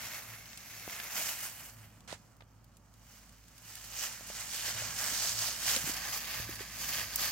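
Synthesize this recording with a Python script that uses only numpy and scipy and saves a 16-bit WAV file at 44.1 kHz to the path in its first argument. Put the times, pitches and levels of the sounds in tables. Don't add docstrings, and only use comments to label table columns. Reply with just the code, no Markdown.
import sys
import numpy as np
from scipy import signal
from scipy.fft import rfft, irfft, next_fast_len
from scipy.io import wavfile
from scipy.ndimage import uniform_filter1d

SR = 44100
rng = np.random.default_rng(int(sys.argv[2]) if len(sys.argv) > 2 else 0)


def generate_wav(signal):
    frames = np.transpose(np.atleast_2d(signal))
    scaled = np.clip(frames, -1, 1) * 32767
    pcm = np.round(scaled).astype(np.int16)
    wavfile.write(sys.argv[1], SR, pcm)


N = 322415


def undb(db):
    return 10 ** (np.asarray(db) / 20)


def curve(table):
    return np.interp(np.arange(N) / SR, *np.transpose(table))


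def unit(x):
    return x / np.sqrt(np.mean(x.mean(0) ** 2))


def shape(x, response):
    size = next_fast_len(N + 4096, True)
    frequency_hz = np.maximum(np.fft.rfftfreq(size, 1 / SR), 1)
    filtered = irfft(rfft(x, size) * response(frequency_hz), size)
    return filtered[..., :N]


def colour(x, table, axis=1):
    table = np.asarray(table, float)
    log_hz, level_db = np.log(table[:, 0]), table[:, axis]
    return shape(x, lambda f: undb(np.interp(np.log(f), log_hz, level_db)))


def walk(rate):
    k = max(int(SR / rate), 2)
    held = np.repeat(rng.standard_normal(N // k + 1), k)
    slewed = uniform_filter1d(held, k)[:N]
    return slewed / slewed.std()


def add(out, s, sound):
    i = int(s * SR)
    out[:, i:i + sound.shape[1]] += sound[:, :N - i]


def rustle():
    # frequency_hz, left_db, right_db
    leaf_colour = [(200, -12, -10), (400, -15, -14), (650, -7, -5), (1000, -8, -6), (1700, -4, -.5),
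                   (2700, -2.7, -1.5), (3600, -3.5, -7.5), (4700, -7, -1), (6400, -3, 0), (7800, -8, -3),
                   (8700, -10, -4), (9500, -12.5, -10), (12300, -5, -6), (15500, -8, -8.5)]
    pan_db = 0.36
    sheet = unit(fractures(per_s=7000, spread_db=0.0, ring_ms=0.37, lead=1.8, lead_spread=1.6))
    crackle = unit(fractures(per_s=350, spread_db=-1.0, ring_ms=0.36, lead=1.8, lead_spread=2.6))
    leaves = scatter(sheet + undb(-8) * crackle, tail_ms=8, wet_db=-7)
    leaves = leaves * undb(0.66 * walk(60) + 0.68 * walk(25))
    leaves = shifting(leaves, drift_db=0.78, drift_rate=6.6, flicker_db=0.92)
    left = colour(leaves[0], leaf_colour, axis=1)
    right = colour(leaves[1], leaf_colour, axis=2)
    leaves = shade(np.array([left, right]), left_share=0.11, turn_s=0.093)

    above = lambda f, hz: 1 / (1 + (hz / f) ** 8)
    body = unit(shape(leaves, lambda f: (1 - above(f, 3070)) * f / np.hypot(f, 260)))
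    middle = unit(shape(leaves, lambda f: above(f, 3310) - above(f, 8700)))
    top = unit(shape(leaves, lambda f: above(f, 8300)))
    body_gain, middle_gain, top_gain = stirring()
    mix = undb(-0.51) * body * body_gain
    mix = mix + undb(-0.4) * middle * middle_gain
    mix = mix + undb(-0.24) * top * top_gain
    return mix * undb(pan_db * np.array([[.5], [-.5]]))


def fractures(per_s, spread_db, ring_ms, lead, lead_spread, size=64):
    starts = np.flatnonzero(rng.random(N) < per_s / SR)
    strength = undb(spread_db * np.minimum(rng.exponential(size=N), 3.5))[starts]
    lags = np.round(lead + lead_spread * rng.standard_normal(N)).astype(int)[starts]
    k = np.arange(size)
    cracks = rng.standard_normal(N)[(starts[:, None] * 67 + k) % N]
    cracks = cracks * strength[:, None] * np.exp(-k * 1e3 / (SR * ring_ms))
    channels = []
    for at in (starts, starts + lags):
        places = ((at[:, None] + k) % N).ravel()
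        channels.append(np.bincount(places, cracks.ravel(), N))
    return np.array(channels)


def scatter(x, tail_ms, wet_db):
    keep = np.exp(-1e3 / (SR * tail_ms))
    energy = signal.lfilter([1 - keep], [1, -keep], x ** 2)
    return x + undb(wet_db) * np.sqrt(energy) * rng.standard_normal((2, N))


def shifting(x, drift_db, drift_rate, flicker_db, count=10):
    centres = np.linspace(np.sqrt(300), np.sqrt(16000), count)
    out = 0
    for pick in np.eye(count):
        band = shape(x, lambda f: np.interp(np.sqrt(f), centres, pick))
        out = out + band * undb(drift_db * walk(drift_rate) + flicker_db * walk(90))
    return out


def shade(x, left_share, turn_s):
    # [(frequency_hz, width_hz, gain_db), ..]
    aims = [(0, [(2160, 200, 5), (2650, 140, 3), (3450, 1060, -4), (4820, 570, -3), (6000, 690, -1.5),
            (8300, 1700, -6.5)]), (1.15, [(1640, 67, 2.5), (2200, 790, -2), (2670, 110, -11),
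            (2930, 490, 4.5), (3540, 880, -3), (4300, 940, 1.5), (8000, 3800, 1.5)]),
            (5.92, [(1180, 180, 5), (1390, 100, -15.5), (1720, 330, 3.5), (2560, 260, 0.5),
            (3230, 300, 2.5), (4690, 580, 4.5), (5700, 820, -1.5), (6330, 130, 2.5), (8400, 2600, -3.5)])]
    aim = np.searchsorted([s for s, _ in aims[1:]], np.arange(N) / SR)
    out = 0
    for k, (_, peaks) in enumerate(aims):
        ripple = lambda f: sum(db * np.exp(-2 * ((f - hz) / width) ** 2) for hz, width, db in peaks)
        held = uniform_filter1d(1. * (aim == k), int(turn_s * SR))
        out = out + held * shape(x, lambda f: undb(np.outer([left_share, 1], ripple(f))))
    return out


def stirring():
    # full_pressure_s, hold_s, level_db, body_db, top_db
    pushes = [(0.017, 0.14, -50, 1.5, 1.5), (0.25, 0.083, -57.0, 2.5, 1.5), (0.67, 0.14, -55, -1, 0.5),
              (0.898, 0.15, -49.5, 0, 0), (1.179, 0.12, -42.5, 0, 2.5), (1.434, 0.014, -49, 2, 7),
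              (1.6, 0.06, -60.5, 4.5, 6.5), (1.805, 0.04, -68.5, 7, 4), (2.2, 0.04, -74.5, 0.5, -3),
              (3.108, 0.081, -65, 0, 0.5), (3.698, 0.16, -56.5, -2, -0.5),
              (4.003, 0.041, -43.0, -2.5, -2.0), (4.348, 0.065, -47.5, -2.5, -4.5),
              (4.528, 0.04, -42.5, -9, -3.5), (4.664, 0.023, -39.5, -4.5, -5),
              (4.778, 0.088, -44, -2.0, -5.5), (5.008, 0.093, -40.5, -2, -0.5),
              (5.184, 0.13, -38.5, -6.5, -4.5), (5.396, 0.094, -38.5, -5, -4.5),
              (5.677, 0.073, -36.0, -3.5, -1.5), (5.866, 0.038, -41, -2, -1.5),
              (5.995, 0.07, -47.5, 0, -5.0), (6.14, 0.023, -40.5, -3.5, 0.5),
              (6.305, 0.1, -45.5, -0.5, -0.5), (6.508, 0.022, -51.5, -1.5, 3),
              (6.801, 0.11, -46.0, -2.5, 2), (6.956, 0.034, -41.5, -0.5, 0.5),
              (7.213, 0.064, -39.5, -3.5, 0.5)]
    # time_s, level_db
    fidget = [(0, -57), (1.4, -59.5), (2, -74.5), (2.5, -79), (2.9, -77), (3.05, -70.5), (3.5, -69),
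              (4.05, -51), (4.28, -58.5), (4.4, -54.5), (7.31, -53)]
    fidget_body_db, fidget_top_db = .5, -1.5
    press_s, release_s = 0.062, 0.063
    settle_db, settle_s = -15.5, 0.14
    power = undb(curve(fidget) + np.array([[fidget_body_db], [0], [fidget_top_db]])) ** 2
    settle = undb(settle_db)
    for s, hold_s, db, body_db, top_db in pushes:
        push = (1 - settle) * gesture(s, hold_s, press_s, release_s)
        push = push + settle * gesture(s, hold_s, press_s, settle_s)
        band_gains = undb([db + body_db, db, db + top_db])
        power += np.outer(band_gains ** 2, push ** 2)
    return np.sqrt(power)


def gesture(s, hold_s, attack_s, release_s):
    t = np.arange(N) / SR - s
    rise = np.minimum(t, 0) / attack_s
    fall = np.maximum(t - hold_s, 0) / release_s
    return np.exp(np.maximum(rise - fall, -30))


def snaps(size=2048):
    # start_s, level_db,
    # centre_hz, decay_ms
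    stems = [(0.457, -39, 2500, 1.2), (0.5315, -35, 3000, 1.1), (0.5747, -28, 4800, 1),
             (0.797, -32.5, 4000, 1.1), (.9995, -27, 1890, 1.2), (2.006, -45, 4000, 1),
             (2.126, -29, 2500, .6), (2.367, -50, 9000, 2), (2.407, -41.5, 1400, 2.2),
             (2.4215, -46, 1490, 3.6), (2.643, -49, 7000, 3), (2.7693, -45, 6860, 2.3),
             (2.939, -48, 6000, 3.1), (3.293, -44, 4500, 2.4), (3.482, -41.5, 6000, 1.7),
             (3.58, -39, 6000, 4), (3.754, -30, 6860, 2.2), (4.126, -30, 5500, 2), (4.272, -32, 14000, 1.3),
             (4.332, -36, 6030, 1.2), (5.664, -23, 5030, 2.3), (5.695, -17.5, 2510, 1.3),
             (5.7624, -13.5, 4080, 1.7), (5.9675, -26, 6000, 1.1), (6.051, -27, 2200, 3),
             (6.555, -28.5, 9000, 4), (7.1582, -11, 13700, 1.9), (7.195, -23, 3000, 4.5)]
    out, ms = np.zeros((2, N)), np.arange(size) * 1e3 / SR
    for s, db, hz, decay_ms in stems:
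        splinters = rng.standard_normal(size) + 2.5 * rng.standard_normal((2, size))
        burst = splinters * (np.exp(-ms / decay_ms) + undb(-3.5) * np.exp(-ms / 6))
        burst[:, 8] += 2.2
        band = signal.butter(2, [hz / 2.4, min(hz * 2.2, 19000)], "band", fs=SR, output="sos")
        burst = signal.sosfilt(band, burst)
        add(out, s, undb(db - 1.5) * burst / np.abs(burst).max())
    return out


def knocks(size=8192):
    # start_s, level_db, pitch_hz, decay_ms
    blows = [(.878, -25.5, 567, 0.68), (2.128, -29, 620, 1.3), (2.407, -48, 905, 0.9),
             (2.421, -47, 680, 1.7), (4.209, -42, 600, 1.6), (4.301, -37, 625, 2.8),
             (4.683, -31.5, 736, 0.85), (4.75, -46, 108, 45), (4.813, -47, 108, 40), (4.82, -41, 610, 5),
             (5.123, -40.5, 257, 3.8), (5.764, -36, 526, 8.2), (5.766, -39.5, 240, 5.9),
             (5.841, -36, 144, 8.7), (5.875, -33, 310, 2.6), (5.895, -30.5, 302, 2.9),
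             (6.399, -35, 117, 8.4), (6.4, -34.5, 560, 1.8), (6.492, -35, 333, 5.1),
             (6.607, -36.5, 407, 4.1)]
    out, t = np.zeros((2, N)), np.arange(size) / SR
    f = np.maximum(np.fft.rfftfreq(size, 1 / SR), 1)
    for s, db, hz, decay_ms in blows:
        ring = np.sin(2 * np.pi * hz * t) * np.exp(-t * 1e3 / decay_ms)
        near_pitch = np.exp(-(np.log2(f / hz) / 0.5) ** 2 / 2)
        crush = unit(irfft(rfft(rng.standard_normal((2, size))) * near_pitch))
        crush = crush * undb(-19) * np.exp(-t * 1e3 / (3.0 * decay_ms))
        add(out, s, undb(db) * (ring + crush) * undb([[-1.2], [1.2]]))
    return out


def scuff():
    # frequency_hz, level_db
    rub_colour = [(100, 1), (300, -12), (600, -4), (1700, -0.5), (4500, -5), (8000, -5), (11000, -18.5),
                  (16000, -23)]
    level_db = -49
    grit = fractures(per_s=12000, spread_db=1.4, ring_ms=.3, lead=2, lead_spread=5)
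    rub = undb(level_db) * gesture(2.077, hold_s=0.064, attack_s=0.00078, release_s=0.016)
    return unit(colour(grit, rub_colour)) * rub * undb([[-3], [2]])


def outdoors():
    # time_s, level_db
    rumble_level = [(0, -61.5), (3.6, -64.5), (4.6, -58.5), (7.31, -55.5)]
    # frequency_hz, level_db
    rumble_colour = [(20, -15), (35, -27), (60, 4.5), (120, 4), (230, 1.5), (370, -12.5), (650, -9.5),
                     (1300, -12.5), (3000, -35), (15000, -55)]
    # lower_hz, upper_hz
    hum_hz = (52.6, 108)
    waver_db = (1.8, 2.8)
    apart = shape(rng.standard_normal((2, N)), lambda f: f / (f + 160))
    rumble = unit(colour(rng.standard_normal(N) + apart, rumble_colour))
    out = rumble * undb(curve(rumble_level) + 1.0 * walk(8))
    for hz, gain, spread_db in zip(hum_hz, hum_levels(), waver_db):
        phase = 2 * np.pi * np.cumsum(hz * (1 + 0.0241 * walk(13))) / SR
        out = out + np.sqrt(2) * np.sin(phase) * gain * undb(spread_db * walk(11))
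    return out * undb([[-.9], [.9]])


def hum_levels():
    # crest_s, half_width_s, level_db
    swell_table = [(.28, 0.18, -61.5), (1.79, 0.098, -59.5), (4.78, 0.082, -58), (5.4, .12, -58.5),
                   (5.88, .09, -55), (6.48, 0.11, -53.5), (7.05, 0.15, -62)]
    lower_db, rise_db_per_s = -69, 1.82
    upper_db = -66.5
    t = np.arange(N) / SR
    swells = sum((undb(db) * np.exp(-((t - s) / width_s) ** 2)) ** 2 for s, width_s, db in swell_table)
    lower_gain = undb(lower_db + rise_db_per_s * t)
    upper_gain = np.sqrt(undb(upper_db) ** 2 + swells)
    return lower_gain, upper_gain


def scene():
    return rustle() + snaps() + knocks() + scuff() + outdoors()


def record(dry):
    top_hz = 15850
    thin = signal.sosfilt(signal.butter(2, 42, "high", fs=SR, output="sos"), dry)
    return signal.sosfilt(signal.ellip(10, .2, 70, top_hz, fs=SR, output="sos"), thin)


dry = scene()
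out = record(dry)
generate_wav(out)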